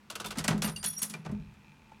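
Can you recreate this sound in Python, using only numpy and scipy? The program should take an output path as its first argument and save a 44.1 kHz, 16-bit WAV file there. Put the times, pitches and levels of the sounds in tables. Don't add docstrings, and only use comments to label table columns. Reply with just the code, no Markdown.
import sys
import numpy as np
from scipy import signal
from scipy.fft import rfft, irfft
from scipy.io import wavfile

SR = 44100
rng = np.random.default_rng(int(sys.argv[2]) if len(sys.argv) > 2 else 0)


def volts(x):
    e = np.asarray(x, float) / 20
    return 10 ** e


def generate_wav(sig):
    pcm = np.round(np.clip(np.atleast_2d(sig).T, -1, 1) * 32767).astype(np.int16)
    wavfile.write(sys.argv[1], SR, pcm)


N = 88200


# pitch_hz, relative_level_db (per Hz)
ROOM_AIR_COLOUR = [(35, -54), (60, -10.5), (133, -15), (172, -29), (207, 1), (244, -11), (651, -24.5),
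                   (903, -18.5), (2520, -25), (16000, -46.5)]
# pitch_hz, width_hz, level_db
CABINET_HUM = [(149, 4.5, -65), (201, 3.52, -62.5)]
# start_s, level_db
RUMBLE_LEVEL = [(0, -77), (.2, -62), (.55, -44.5), (.9, -62.5), (1.2, -77.5), (1.32, -44.5), (1.501, -55),
                (1.65, -69.5), (2, -66.5)]
RUMBLE_EDGES_HZ = [36, 127]
# start_s, level_db, tilt_db_per_octave, t60_s (at the pivot pitch)
RATCHET_CLICKS = [(0.1004, -26, 0.4, 0.12), (0.1535, -23.5, 0.6, 0.074), (0.1991, -25, -0.6, 0.12),
                  (0.244, -25, -1.6, 0.1), (0.2585, -35.5, 5.5, 0.16), (0.3056, -26, -0.3, 0.13)]
# pitch_hz, relative_level_db
RATCHET_TONE = [(300, -5), (961, -3.5), (1280, 4), (2170, -23), (2400, -2), (4090, -2.5), (9390, -7.5),
                (16000, -19.5)]
# pitch_hz, relative_level_db, t60_s
PAWL_NOTES = [(1294, -10, 0.07), (1469, -10.5, 0.082), (2730, -10.5, 0.089), (3550, -5, 0.026)]
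# start_s, level_db, favoured_hz
CABINET_JOLTS = [(0.2, -47.5, 195), (0.247, -40, 185), (0.372, -27, 249), (.398, -34.5, 164),
                 (0.441, -36, 197), (0.481, -22, 228), (0.499, -22, 149), (0.541, -24.5, 200),
                 (0.585, -29.5, 176), (.64, -27.5, 208), (0.691, -33, 169.4), (0.848, -40.5, 181),
                 (.91, -47.5, 163), (1.02, -40, 205), (1.1, -41.5, 199), (1.142, -39.5, 170),
                 (1.189, -43, 159), (1.258, -36, 160), (1.292, -30.5, 139), (1.32, -29, 210),
                 (1.395, -39.5, 163)]
# pitch_hz, relative_level_db, t60_s
CABINET_NOTES = [(126.6, -2, 0.18), (160.8, 2, 0.31), (208, -0.5, 0.54), (259.5, -0.5, 0.14),
                 (408.2, -9.5, 0.41), (614, -6, 0.084)]
# start_s, level_db, pitch_hz, t60_s
SMALL_PART_PINGS = [(.26, -33.5, 3550, 0.082), (.261, -32.5, 972, 0.05), (.965, -36.5, 5650, 0.22),
                    (1.139, -31, 2380, 0.057), (1.918, -41.5, 875, 0.042)]
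# start_s, level_db, tilt_db_per_octave, t60_s (at the pivot pitch)
METAL_CLASHES = [(0.3532, -25, -5, 0.24), (0.371, -25, 1.5, 0.1), (0.383, -14, 1.8, 0.12),
                 (0.4398, -12.5, 0, 0.11), (0.4787, -1, -0.5, 0.064), (0.5044, -15, -5.5, 0.17),
                 (0.5778, -28.5, 2.5, 0.06), (0.6194, -10.5, -0.1, 0.16), (0.6424, -19.5, -3.5, 0.14),
                 (0.6752, -20, 0.3, 0.16), (0.7602, -28.5, 2.5, 0.16), (0.828, -17.5, -0.6, 0.063),
                 (0.8402, -15.5, 3.5, 0.17), (.897, -43.5, 10, .06), (0.929, -35, 3, 0.22),
                 (0.9766, -40, -3.5, 1), (.99, -36.5, 9.5, 0.066), (1.0161, -21, -0.5, 0.14),
                 (1.0285, -17.5, 10.5, 0.05), (1.0954, -29, 5.5, 0.17), (1.1375, -17, -3.3, 0.057),
                 (1.248, -27.5, -6.1, 0.12), (1.26, -26, -5, 0.046), (1.29, -36.5, -8.5, 0.19),
                 (1.3134, -46.5, 7, 0.058), (1.5374, -44, -1.5, 0.058), (1.918, -37, -6.5, 0.034)]
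# pitch_hz, relative_level_db
CLASH_TONE = [(300, -18), (645, -15.5), (1410, -10), (3640, -12), (6200, -11.5), (9880, -15.5),
              (16000, -33)]
FRAME_NOTES_HZ = [905, 1040, 1320, 1511, 1625, 1975]
# start_s, level_db, tilt_db_per_octave
CHUTE_KNOCKS = [(0.622, -38, 4), (0.644, -36, 1), (.676, -44, 4), (0.761, -35.5, 0), (.829, -46, 3)]
# pitch_hz, relative_level_db, t60_s
CHUTE_NOTES = [(2810, 0, 0.08), (4565, -8, .13), (4820, -12, 0.3), (6050, -9, 0.07), (8660, -12, 0.09),
               (9012, -10, .6), (10910, -11, 0.13), (14290, -24, 0.11)]
# start_s, level_db, tilt_db_per_octave
COIN_HITS = [(0.634, -36, 11.5), (0.677, -40.5, 6), (0.772, -55, 5), (0.84, -33, 1), (0.859, -26.5, 3),
             (1.018, -27, 9), (1.031, -35.5, 4.5), (1.064, -48, 7), (1.095, -48.5, 3.5)]
# pitch_hz, relative_level_db, t60_s
COIN_NOTES = [(3391, -10, 0.2), (4296, -15, 0.16), (5650, -16, 0.5), (6598, -18, 0.25), (9350, -22, .25),
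              (9862, -2, 0.24), (10710, -27, .2), (11340, -26, 0.2), (12915, -14, 0.28), (14740, -27, .12)]
# start_s, level_db, tilt_db_per_octave
GATE_HITS = [(.977, -39, 3.5), (.992, -39.5, -14)]
# pitch_hz, relative_level_db, t60_s
GATE_NOTES = [(6600, -6, 0.09), (8220, -6, 0.1), (9330, 0, 0.15), (12530, -17, .1), (14030, -8, 0.15)]
# start_s, level_db
TICK_LEVEL = [(1.15, -54.5), (1.4, -52.5), (1.6, -58), (1.68, -49), (1.76, -56), (1.95, -54)]
# pitch_hz, relative_level_db, t60_s
ESCAPEMENT_NOTES = [(885, -11.5, 0.11), (2405, -3, 0.025), (2637, -5.5, 0.025), (3290, -6.5, 0.0054),
                    (4070, -10, 0.0081), (5550, -15, 0.0058), (6560, -15, 0.007)]

KNOCK_SPREAD_DB = 1.2
CONTACT_S, DAMPED_T60_S = 0.002, 0.045
TUMBLE_DB = 3.5


def at_hz(points, hz):
    curve_hz, curve_db = np.array(points).T
    return np.interp(np.log(hz), np.log(curve_hz), curve_db)


def room_tone():
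    hz = np.maximum(np.arange(N // 2 + 1) * SR / N, 1)
    air = irfft(rfft(rng.standard_normal(N)) * volts(at_hz(ROOM_AIR_COLOUR, hz)), N)
    return volts(-61) * air / air.std()


def ring(push, hz, t60):
    shrink = volts(-60 / (max(t60, 0.005) * SR))
    turn = 2 * np.pi * hz / SR
    return signal.lfilter([0, np.sin(turn)], [1, -2 * shrink * np.cos(turn), shrink ** 2], push + 1e-18)


def cabinet_hum():
    out = np.zeros(N)
    for centre_hz, width_hz, db in CABINET_HUM:
        t60 = np.log(1000) / (np.pi * width_hz)
        hum = ring(rng.standard_normal(N), centre_hz, t60)
        out += volts(db) * hum / hum.std()
    return out


def rumble():
    band = signal.butter(5, RUMBLE_EDGES_HZ, "band", fs=SR, output="sos")
    deep = signal.sosfilt(band, rng.standard_normal(2 * N))[N:]
    level_db = np.interp(np.arange(N) / SR, *np.transpose(RUMBLE_LEVEL))
    return deep / deep.std() * volts(level_db)


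def knocked(modes, times, level_db, spread_db):
    out = np.zeros(N)
    chance = rng.standard_normal((len(times), len(modes)))
    for k, (hz, mode_db, t60) in enumerate(modes):
        clicks = np.zeros(N)
        clicks[(times * SR).astype(int)] = volts(level_db + mode_db + spread_db * chance[:, k])
        out += ring(clicks, hz, t60) * (-1) ** k
    return out


def bursts(rows, colour):
    pivot_hz, lows_last_longer, rise_s = 2574, 0.32, 0.0011
    echo_db, echo_t60_s = -17, 0.27
    crunch_db, rattle_db, rattle_per_s = 4.5, 2, 600
    edges = 300 * 2 ** np.arange(0, 5.9, 0.4)
    t = np.arange(SR // 2) / SR

    jumps = np.minimum(rng.exponential(1, (2, N)), 3) - 2
    grit = rng.standard_normal((2, N)) * volts(crunch_db * jumps)
    rattle = np.interp(np.arange(N) * rattle_per_s / SR, np.arange(N), rng.standard_normal(N))
    grit = grit * volts(rattle_db * rattle)
    smooth = rng.standard_normal((2, N))

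    out = np.zeros(N)
    for k, (low, high) in enumerate(zip(edges, edges[1:])):
        hz = np.sqrt(low * high)
        stretch = (pivot_hz / hz) ** lows_last_longer
        near, echo_power = np.zeros(N + len(t)), np.zeros(N + len(t))
        for s, db, tilt_db, t60 in rows:
            gain = volts(db + at_hz(colour, hz) + tilt_db * np.log2(hz / pivot_hz))
            i = int(s * SR)
            fall = volts(-60 * t / (max(t60, 0.01) * stretch))
            near[i:i + len(t)] += gain * (1 - np.exp(-t / rise_s)) * fall
            echo = gain * volts(echo_db - 60 * t / (echo_t60_s * stretch))
            echo_power[i:i + len(t)] += echo ** 2
        noise = near[:N] * grit[k % 2] + np.sqrt(echo_power[:N]) * smooth[k % 2]
        band = signal.butter(2, [low, high], "band", fs=SR, output="sos")
        out += signal.sosfilt(band, noise + 1e-18)
    return out


def ratchet():
    times, level_db = np.transpose(RATCHET_CLICKS)[:2]
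    clack = bursts(RATCHET_CLICKS, RATCHET_TONE)
    return clack + knocked(PAWL_NOTES, times, level_db - 8.5, KNOCK_SPREAD_DB)


def reknocked(modes, times, levels_db, rise_s, damped_t60, waver_db):
    waver_per_s = 130
    t = np.arange(SR // 3) / SR
    hz, mode_db, t60 = np.transpose(modes)[:, :, None]
    out = np.zeros(N + len(t))
    sign = (-1.0) ** np.arange(len(modes))[:, None]
    swell = 1 - np.exp(-t / rise_s)
    free_times = np.diff(times, append=N / SR)
    for s, free_s, db in zip(times, free_times, levels_db):
        chance = rng.standard_normal((len(modes), 40))
        waver = np.array([np.interp(t * waver_per_s, np.arange(40), row) for row in chance])
        fall_db = 60 * t / t60 + 60 * np.maximum(t - free_s, 0) / damped_t60
        height = volts(db[:, None] + mode_db + waver_db * waver - fall_db)
        tones = sign * height * np.sin(2 * np.pi * hz * t)
        i = int(s * SR)
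        out[i:i + len(t)] += tones.sum(axis=0) * swell
    return out[:N]


def cabinet_boom():
    times, level_db, favoured_hz = np.transpose(CABINET_JOLTS)[:, :, None]
    octaves_away = np.abs(np.log2(np.transpose(CABINET_NOTES)[0] / favoured_hz))
    loss_db = np.minimum(25.5 * octaves_away, 13.5)
    return reknocked(CABINET_NOTES, times[:, 0], level_db - loss_db,
                     rise_s=0.0031, damped_t60=0.052, waver_db=1.0)


def pings():
    out = np.zeros(N)
    for s, db, hz, t60 in SMALL_PART_PINGS:
        out += reknocked([(hz, db, t60)], [s], np.zeros((1, 1)), CONTACT_S, DAMPED_T60_S, TUMBLE_DB)
    return out


def clashes():
    blows = bursts(METAL_CLASHES, CLASH_TONE)
    frame = sum(ring(blows, hz, t60=0.1) for hz in FRAME_NOTES_HZ)
    return blows + volts(-51) * frame


def jingle(modes, knocks):
    twins = [(hz * 1.004, db - 6, t60) for hz, db, t60 in modes]
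    modes = list(modes) + twins
    times, level_db, tilt_db = np.transpose(knocks)[:, :, None]
    octaves = np.log2(np.transpose(modes)[0] / 8000)
    chance = rng.standard_normal((len(knocks), len(modes)))
    levels_db = level_db + tilt_db * octaves + KNOCK_SPREAD_DB * chance
    return reknocked(modes, times[:, 0], levels_db, CONTACT_S, DAMPED_T60_S, TUMBLE_DB)


def coin_drop():
    plate = jingle(CHUTE_NOTES, CHUTE_KNOCKS)
    coin = jingle(COIN_NOTES, COIN_HITS)
    gate = jingle(GATE_NOTES, GATE_HITS)
    return plate + coin + gate


def timer():
    start_s, tick_gap_s, gap_grows_s = 1.1337, 0.02385, 0.000046
    tock_db, every_third_db, spread_db, jitter_s = -5, 2, 1, 0.0005
    beat = np.arange(0, 35.5, 0.5)
    chance = rng.standard_normal((len(beat), 2))
    times = start_s + tick_gap_s * beat + gap_grows_s * beat ** 2 / 2 + jitter_s * chance[:, 1]
    level_db = np.interp(times, *np.transpose(TICK_LEVEL))
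    level_db = level_db + tock_db * (beat % 1 > 0) + every_third_db * (beat % 3 == 0)
    return knocked(ESCAPEMENT_NOTES, times, level_db + spread_db * chance[:, 0], spread_db=1.5)


def scene():
    background = room_tone() + cabinet_hum() + rumble()
    works = ratchet() + cabinet_boom() + pings() + clashes()
    return (background + works + coin_drop() + timer())[None]


def top_cut(x):
    return signal.sosfilt(signal.butter(12, 16820, fs=SR, output="sos"), x)


def record(dry):
    return top_cut(dry)


dry = scene()
out = record(dry)
generate_wav(out)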